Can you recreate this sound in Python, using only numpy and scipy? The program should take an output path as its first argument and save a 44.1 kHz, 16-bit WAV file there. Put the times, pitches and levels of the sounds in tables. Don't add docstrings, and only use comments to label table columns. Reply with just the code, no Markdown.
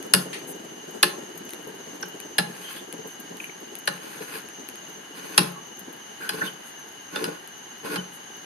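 import sys
import numpy as np
from scipy import signal
from scipy.fft import rfft, irfft, next_fast_len
from scipy.io import wavfile
from scipy.ndimage import uniform_filter1d, map_coordinates

SR = 44100
rng = np.random.default_rng(int(sys.argv[2]) if len(sys.argv) > 2 else 0)


def to_wav(s):
    ch = np.atleast_2d(s).T
    pcm = np.round(np.clip(ch, -1, 1) * 32767)
    wavfile.write(sys.argv[1], SR, pcm.astype(np.int16))


N = 372644
TIME_S = np.arange(N) / SR
TOP_HZ = 13950
GRIP_S, SPEED_UP_DB = 0.043, 8

# frequency in Hz, relative density in dB per Hz.
AIR_SPECTRUM = [(25, -52), (50, -63), (85, -20.5), (150, -8), (380, -8.5), (620, -11), (830, -3.5),
                (1200, -10), (1700, -5.5), (2500, -15), (4000, -16.5), (5600, -25), (7400, -36),
                (10500, -17.5), (14000, -28.5)]
# frequency in Hz, relative density in dB per Hz.
CHORUS_SPECTRUM = [(5600, -11.5), (6050, -7.5), (6330, 8.5), (6550, 8.5), (6720, 2), (6900, -84),
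                   (7100, -60)]
# frequency in Hz, t60 in seconds.
ROOM_DECAY = [(150, 1), (450, 0.72), (1500, 0.35), (5000, 0.25), (12000, 0.29)]
# frequency in Hz, left-right correlation from -1 to 1.
STEREO_LIKENESS = [(60, -0.56), (180, 0.99), (300, 0.89), (480, -0.15), (900, -0.14), (2000, 0.13),
                   (11000, 0.23)]
# frequency in Hz, left over right in dB.
LATCH_LEAN = [(150, 3), (500, 2), (1200, -2.5), (2500, 1.5), (4500, -1.5), (9000, 0), (13000, 14.5)]
# start in seconds (plus a fixed lag), relative level in dB.
TAPS_LIST = [(0.0265, -28), (1.492, -26.5), (1.5064, -28), (1.5345, -25), (2.2014, -25.5), (2.926, -24.5),
             (3.369, -32), (3.444, -31), (3.753, -24.5), (4.487, -33), (4.6877, -24.5), (4.7562, -30.5),
             (7.475, -30.5)]
# start in seconds, length in seconds, level in dB.
PALM_BRUSHES = [(0.466, 0.068, -39.5), (3.082, .06, -53), (3.362, 0.14, -51), (6.634, 0.093, -50),
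                (8.114, .07, -49)]
# frequency in Hz, relative density in dB per Hz.
RUB_HISS_SPECTRUM = [(5000, -40), (7500, -8.5), (9000, -1.5), (10500, 4), (12000, 0), (14000, -11.5)]
# start in seconds, relative level in dB.
DOOR_THUDS = [(0.255, -32.5), (0.47, -34), (1.668, -31.5), (2.935, -33.5), (2.986, -35.5), (3.041, -33.5),
              (3.303, -34.5), (4.204, -32), (5.239, -39), (5.876, -36), (6.336, -29.5), (6.382, -34),
              (6.418, -32.5), (7.21, -28), (7.275, -25.5), (7.842, -31.5), (7.982, -35)]
# nominal frequency in Hz, relative level in dB, t60 in seconds.
DOOR_MODES = [(143.8, -4, 0.49), (176, 0.5, 0.42), (184, 3, 0.25), (222, 0, 0.23)]
# frequency in Hz, relative level in dB.
DOOR_RUMBLE = [(53, -53), (90, -42), (177, 4), (220, -8), (295, -0.5), (407, -7), (497, -3.5), (723, -13),
               (800, -16.5), (1040, -8), (1760, -120)]
# frequency in Hz, width before damping in Hz, relative level in dB.
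STEEL_MODES = [(300, 14, -4), (358, 8.5, 10), (438.6, 8.3, 11.5), (574, 54, 4.5), (837, 22, 4),
               (1067, 54, 4.5), (1433, 290, 0), (1697, 165, 6), (2540, 200, -5.5), (2836, 123, 0.5),
               (3550, 640, -13), (4080, 62, 2), (4500, 94, -9), (4890, 67, 4), (4950, 640, -0.5),
               (5400, 67, -5.5), (9900, 670, -23), (10180, 100, -5), (11120, 350, -5), (10900, 2040, -9),
               (12500, 150, -20)]
# start in seconds, length in seconds, relative rub in dB, thread load in dB.
HANDLE_TURNS = [(2.473, 0.28, -43, -17), (3.914, 0.47, -44.5, -4.5), (5.131, 0.32, -43, -2),
                (6.172, .29, -43.5, 0), (7.096, .2, -44.5, 7), (7.817, 0.13, -41.5, 6.5)]
# frequency in Hz, relative level in dB.
SCRAPE_SPECTRUM = [(500, -36), (900, 2.5), (1500, -1), (2200, 6), (3200, -0.5), (5000, -3.5), (7000, -28)]
# frequency in Hz, width before squaring in Hz, relative level in dB.
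GROAN_MODES = [(1075, 60, -1), (1472, 113, 0.5)]
# start in seconds, length in seconds, pitch in Hz, width in Hz,
# level in dB.
METAL_TONES = [(2.026, 0.016, 1556, 28, -31), (2.025, 0.006, 5670, 350, -27),
               (2.614, 0.14, 3130, 140, -41.5), (2.735, 0.092, 3320, 510, -45),
               (3.4, 0.0071, 2560, 640, -29), (3.44, 0.0067, 2340, 430, -31),
               (3.493, 0.0085, 2330, 410, -36.5), (5.55, 0.052, 1120, 14, -44),
               (6.195, 0.11, 1525, 82, -35), (6.408, 0.027, 1540, 89, -23), (6.427, 0.055, 3610, 27, -40.5),
               (6.46, 0.038, 3090, 170, -34), (7.151, 0.031, 3560, 48, -34), (7.972, 0.037, 3020, 9.9, -33)]
# low edge in Hz, high edge in Hz.
CLANK_BANDS = [(250, 700), (720, 1250), (1300, 2000), (2200, 3700), (3700, 6300), (8200, 12500)]
CLANK_BAND_DB = [-28.5, -24.5, -18.5, -19.5, -19.5, -20.5]
# start in seconds (plus a fixed lag), strength in dB, brightness in dB per
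# octave, bracket clunk in dB, relative door level in dB, chatter time in seconds.
LATCH_CLANKS = [(0.135, -15, 3, 0.5, -26, 0.0044), (1.027, -12, -0.07, -2, -37, .0065),
                (2.027, -34.5, -5, -4, -49, 0.0052), (2.381, -17, -0.5, 1, -30, 0.0085),
                (3.873, -22, -0.9, 3.5, -38, 0.0061), (5.376, -11.5, .3, -5, -23.5, 0.0056),
                (6.29, -25.5, -0.1, 0.5, -55, 0.0052), (6.414, -41.5, -8.5, 10, -42, 0.005),
                (7.157, -28, -3.5, 0, -61, .004), (7.24, -29, 0.5, -0.5, -48, 0.0015),
                (7.956, -28.5, -2.5, 0.5, -37, 0.0087)]


def amp(db):
    return 10 ** (np.asarray(db) / 20)


def unit(x):
    return x / np.sqrt(np.mean(x ** 2) + 1e-20)


def along(points, hz):
    points_hz, values = np.transpose(points)
    return np.interp(np.log(hz + 1), np.log(points_hz + 1), values)


def wobble(knots_per_s):
    knots = rng.standard_normal(int(N * knots_per_s / SR) + 4)
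    return map_coordinates(knots, [TIME_S * knots_per_s])


def filtered(x, response):
    n = x.shape[-1]
    padded = next_fast_len(n + SR // 10)
    spectrum = rfft(x, padded) * response(np.fft.rfftfreq(padded, 1 / SR))
    return irfft(spectrum, padded)[..., :n]


def noise(n, response=np.ones_like):
    def mid_side(hz):
        angle = np.arccos(np.clip(along(STEREO_LIKENESS, hz), -1, 1)) / 2
        return response(hz) * np.array([np.cos(angle), np.sin(angle)])

    mid, side = filtered(rng.standard_normal((2, n)), mid_side)
    return unit(np.array([mid + side, mid - side]))


def colour(points):
    return lambda hz: amp(along(points, hz))


def peak(centre_hz, width_hz):
    return lambda hz: 1j * hz * width_hz / (centre_hz ** 2 - hz * hz + 1j * hz * width_hz)


def band(x, edges_hz):
    return signal.sosfilt(signal.butter(3, edges_hz, "band", fs=SR, output="sos"), x)


def add(track, start_s, sound):
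    part = track[:, max(round(start_s * SR), 0):][:, :sound.shape[-1]]
    part += sound[..., :part.shape[1]]


def background(air_db=-46, whine_db=-59):
    air = amp(air_db) * amp(.4 * wobble(4)) * noise(N, colour(AIR_SPECTRUM))
    whine = amp(whine_db) * noise(N, lambda hz: peak(1603, 22)(hz) ** 2)
    return air + whine


def flutter(rate_hz=17.0, decay_s=0.017, blur=0.58, start_db=-43.0, fade_db_per_s=1.45):
    age_s = (rate_hz * TIME_S + .3 * wobble(9)) % 1 / rate_hz
    beats = blur + age_s / decay_s * np.exp(.5 - (age_s / decay_s) ** 2 / 2)
    body = noise(N, colour([(40, -60), (120, -6.5), (180, 7.5), (430, 12.5), (560, 3.5), (700, 2), (2000, -19)]))
    level_db = start_db - fade_db_per_s * TIME_S + 2.1 * wobble(24)
    return amp(level_db) * beats * body


def shimmer():
    return amp(1.1 * wobble(65) + .8 * wobble(7))


def insects(chorus_db=-48.5, trill_db=-51, chirp_db=-52, chirp_hz=2.62, first_s=0.73):
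    chorus = amp(chorus_db) * shimmer() * noise(N, colour(CHORUS_SPECTRUM))
    trill = amp(trill_db) * shimmer() * noise(N, lambda hz: peak(2935, 360)(hz) ** 4)
    beat = np.cos(2 * np.pi * (chirp_hz * (TIME_S - first_s) + .1 * wobble(1)))
    voice = noise(N, lambda hz: peak(6135, 45)(hz) ** 2)
    return chorus + trill + amp(chirp_db) * np.clip(2 * beat, 0, 1) * voice


def room(x, build_s=0.001):
    hz, t_s, cells = signal.stft(noise(SR // 2), SR, nperseg=256)
    decay = amp(-60 * t_s / along(ROOM_DECAY, hz)[:, None])
    tail = signal.istft(cells * decay * (1 - np.exp(-t_s / build_s)), SR, nperseg=256)[1]
    return signal.fftconvolve(x, tail / np.linalg.norm(tail[0]), axes=1)[:, :x.shape[1]]


def far_clack(start_s=.33, level_db=-45, direct_db=-8, t60_s=0.036):
    out, t_s = np.zeros((2, N)), np.arange(SR // 2) / SR
    spectrum = [(400, -21), (1500, -4), (2500, -1), (4500, 0), (7000, -20), (10500, -6), (13000, -30)]
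    clack = unit(noise(len(t_s), colour(spectrum)) * amp(-60 * t_s / t60_s))
    add(out, start_s, amp(level_db) * (amp(direct_db) * clack + room(clack)))
    return out


def echo(x, delay_s=.0105, echo_db=-11):
    delayed = np.pad(x[::-1], ((0, 0), (round(delay_s * SR), 0)))[:, :N]
    return x + amp(echo_db) * delayed


def fingers(ticks_per_s=6, ticks_db=-49, spread_db=5.0, life_s=.005):
    chance, size = rng.random(N), np.minimum(rng.exponential(size=N), 3)
    catches = (chance < ticks_per_s / SR) * amp(ticks_db + spread_db * size)
    fading = signal.lfilter([1], [1, -np.exp(-1 / (life_s * SR))], catches)
    return fading * noise(N, colour([(3000, -31), (8000, -10), (11000, 7), (14000, 3)]))


def taps(room_db=-11, t60_s=.008, lag_s=0.00059):
    out, t_s = np.zeros((2, N)), np.arange(SR // 4) / SR
    spectrum = [(500, -25), (2500, 6.0), (7000, -12), (11000, 7.5), (14000, -11)]
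    for start_s, db in TAPS_LIST:
        burst = noise(len(t_s), colour(spectrum)) * amp(-60 * t_s / t60_s)
        tick = amp(db - 27) * unit(burst)
        add(out, start_s + lag_s, tick + amp(room_db) * room(tick))
    return out


def brushes():
    level = sum(amp(db) * np.sin(np.pi * np.clip((TIME_S - start_s) / length_s, 0, 1))
                for start_s, length_s, db in PALM_BRUSHES)
    return level * noise(N, colour(RUB_HISS_SPECTRUM))


def steel(hz, least_width=.035):
    return sum((-1) ** k * amp(db) * peak(centre_hz, max(width_hz, least_width * centre_hz))(hz)
               for k, (centre_hz, width_hz, db) in enumerate(STEEL_MODES))


def panel(hz, flat_gain=0.85):
    return colour(DOOR_RUMBLE)(hz) * (steel(hz) + flat_gain)


def shudder(t_s, attack_s=0.005, t60_s=0.15):
    return amp(-60 * t_s / t60_s) * (1 - np.exp(-t_s / attack_s)) * noise(len(t_s), panel)


def boom(t_s, swell_s=0.01):
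    modes = sum(amp(db - 60 * t_s / t60_s) * np.sin(2 * np.pi * hz * t_s * rng.normal(1, 0.018))
                for hz, db, t60_s in DOOR_MODES)
    return modes * (1 - np.exp(-t_s / swell_s))


def thuds(level_db=2.5):
    out, t_s = np.zeros((2, N)), np.arange(SR // 5) / SR
    for start_s, db in DOOR_THUDS:
        add(out, start_s, amp(level_db + db) * shudder(t_s))
    return out


def stroke(start_s, length_s, release_s):
    t_s = TIME_S - start_s
    speed_db = SPEED_UP_DB * (np.clip(t_s / length_s, 0, 1) - 1)
    release_db = -60 * np.maximum(t_s - length_s, 0) / release_s
    return np.clip(t_s / GRIP_S, 0, 1) * amp(speed_db + release_db)


def groan_response(hz):
    return sum(amp(db) * peak(centre_hz, width_hz)(hz) ** 2 for centre_hz, width_hz, db in GROAN_MODES)


def thread(slip_hz=75, slip_decay_s=0.0076, dull_gain=0.3, rumble_db=3, groan_db=0, scrape_db=4.5, hiss_db=-1,
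           scrape_per_load=0.16, rub_release_s=0.26, door_release_s=0.29, uneven_db=2.15):
    hiss, scrape, strain = np.zeros((3, N))
    for start_s, length_s, db, load_db in HANDLE_TURNS:
        rub_stroke = stroke(start_s, length_s, rub_release_s)
        hiss += amp(db) * rub_stroke
        scrape += amp(db + scrape_per_load * load_db) * rub_stroke
        strain += amp(db + load_db) * stroke(start_s, length_s, door_release_s)

    slip_age_s = (slip_hz * TIME_S + 0.59 * wobble(40)) % 1 / slip_hz
    jolts = .35 + np.exp(-slip_age_s / slip_decay_s) * amp(2 * wobble(90))
    grind = unit(filtered(noise(N) * jolts, lambda hz: (steel(hz) + dull_gain) * colour(SCRAPE_SPECTRUM)(hz)))
    shake = unit(filtered(noise(N) * jolts, panel))
    groan = unit(filtered(noise(N) * jolts, groan_response))

    rub = amp(scrape_db) * scrape * grind + amp(hiss_db) * hiss * noise(N, colour(RUB_HISS_SPECTRUM))
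    loaded = strain * (amp(rumble_db) * shake + amp(groan_db) * groan)
    pressure = amp(uneven_db * wobble(35))
    return pressure * (rub + loaded)


def metal_tones(room_db=-8):
    out, t_s = np.zeros((2, N)), np.arange(SR // 3) / SR
    for start_s, length_s, hz, width_hz, db in METAL_TONES:
        swell = np.sin(np.pi * np.minimum(t_s / length_s, 1))
        jitter = uniform_filter1d(rng.standard_normal((2, len(t_s))), size=60)
        phase_drift = np.cumsum(jitter, 1) * np.sqrt(2 * np.pi * width_hz / SR)
        tone = amp(db) * np.sqrt(2) * swell * np.sin(2 * np.pi * hz * t_s + phase_drift)
        add(out, start_s, tone + amp(room_db) * room(tone))
    return out


def clanks(crack_gain=0.14, rattle_gain=0.13, settle_s=0.009, boom_db=0, shudder_db=4, door_lag_s=0.0093,
           room_db=-9.0, attack_s=0.00017, lag_s=.0008):
    out, t_s = np.zeros((2, N)), np.arange(SR // 2) / SR
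    late_s = np.maximum(t_s - door_lag_s, 0)
    octaves = np.log2(np.mean(CLANK_BANDS, axis=1) / 2000)
    for start_s, strength_db, brightness, clunk_db, door_db, chatter_s in LATCH_CLANKS:
        contact = np.exp(-(t_s / chatter_s) ** 2) + rattle_gain * np.exp(-t_s / settle_s)
        force = noise(len(t_s)) * (1 - np.exp(-t_s / attack_s)) * contact
        ring = filtered(force, lambda hz: steel(hz) + crack_gain)
        levels_db = strength_db + np.array(CLANK_BAND_DB) + brightness * octaves
        levels_db[2] += clunk_db
        blow = sum(amp(db) * unit(band(ring, edges_hz)) for db, edges_hz in zip(levels_db, CLANK_BANDS))
        door = amp(boom_db) * boom(late_s) + amp(shudder_db) * shudder(late_s)
        add(out, start_s + lag_s, blow + amp(room_db) * room(blow) + amp(door_db) * door)
    return out


def scene():
    far = far_clack() + insects() + flutter() + background()
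    reflected = echo(clanks() + taps() + fingers())
    near = reflected + thuds() + thread() + brushes() + metal_tones()
    latch = filtered(near, lambda hz: amp(np.outer([.5, -.5], along(LATCH_LEAN, hz))))
    return latch + far * amp([[.6], [-.6]])


def record(dry):
    limited = dry / (1 + np.abs(dry) ** 6) ** (1 / 6)
    return filtered(limited, lambda hz: hz < TOP_HZ)


dry = scene()
out = record(dry)
to_wav(out)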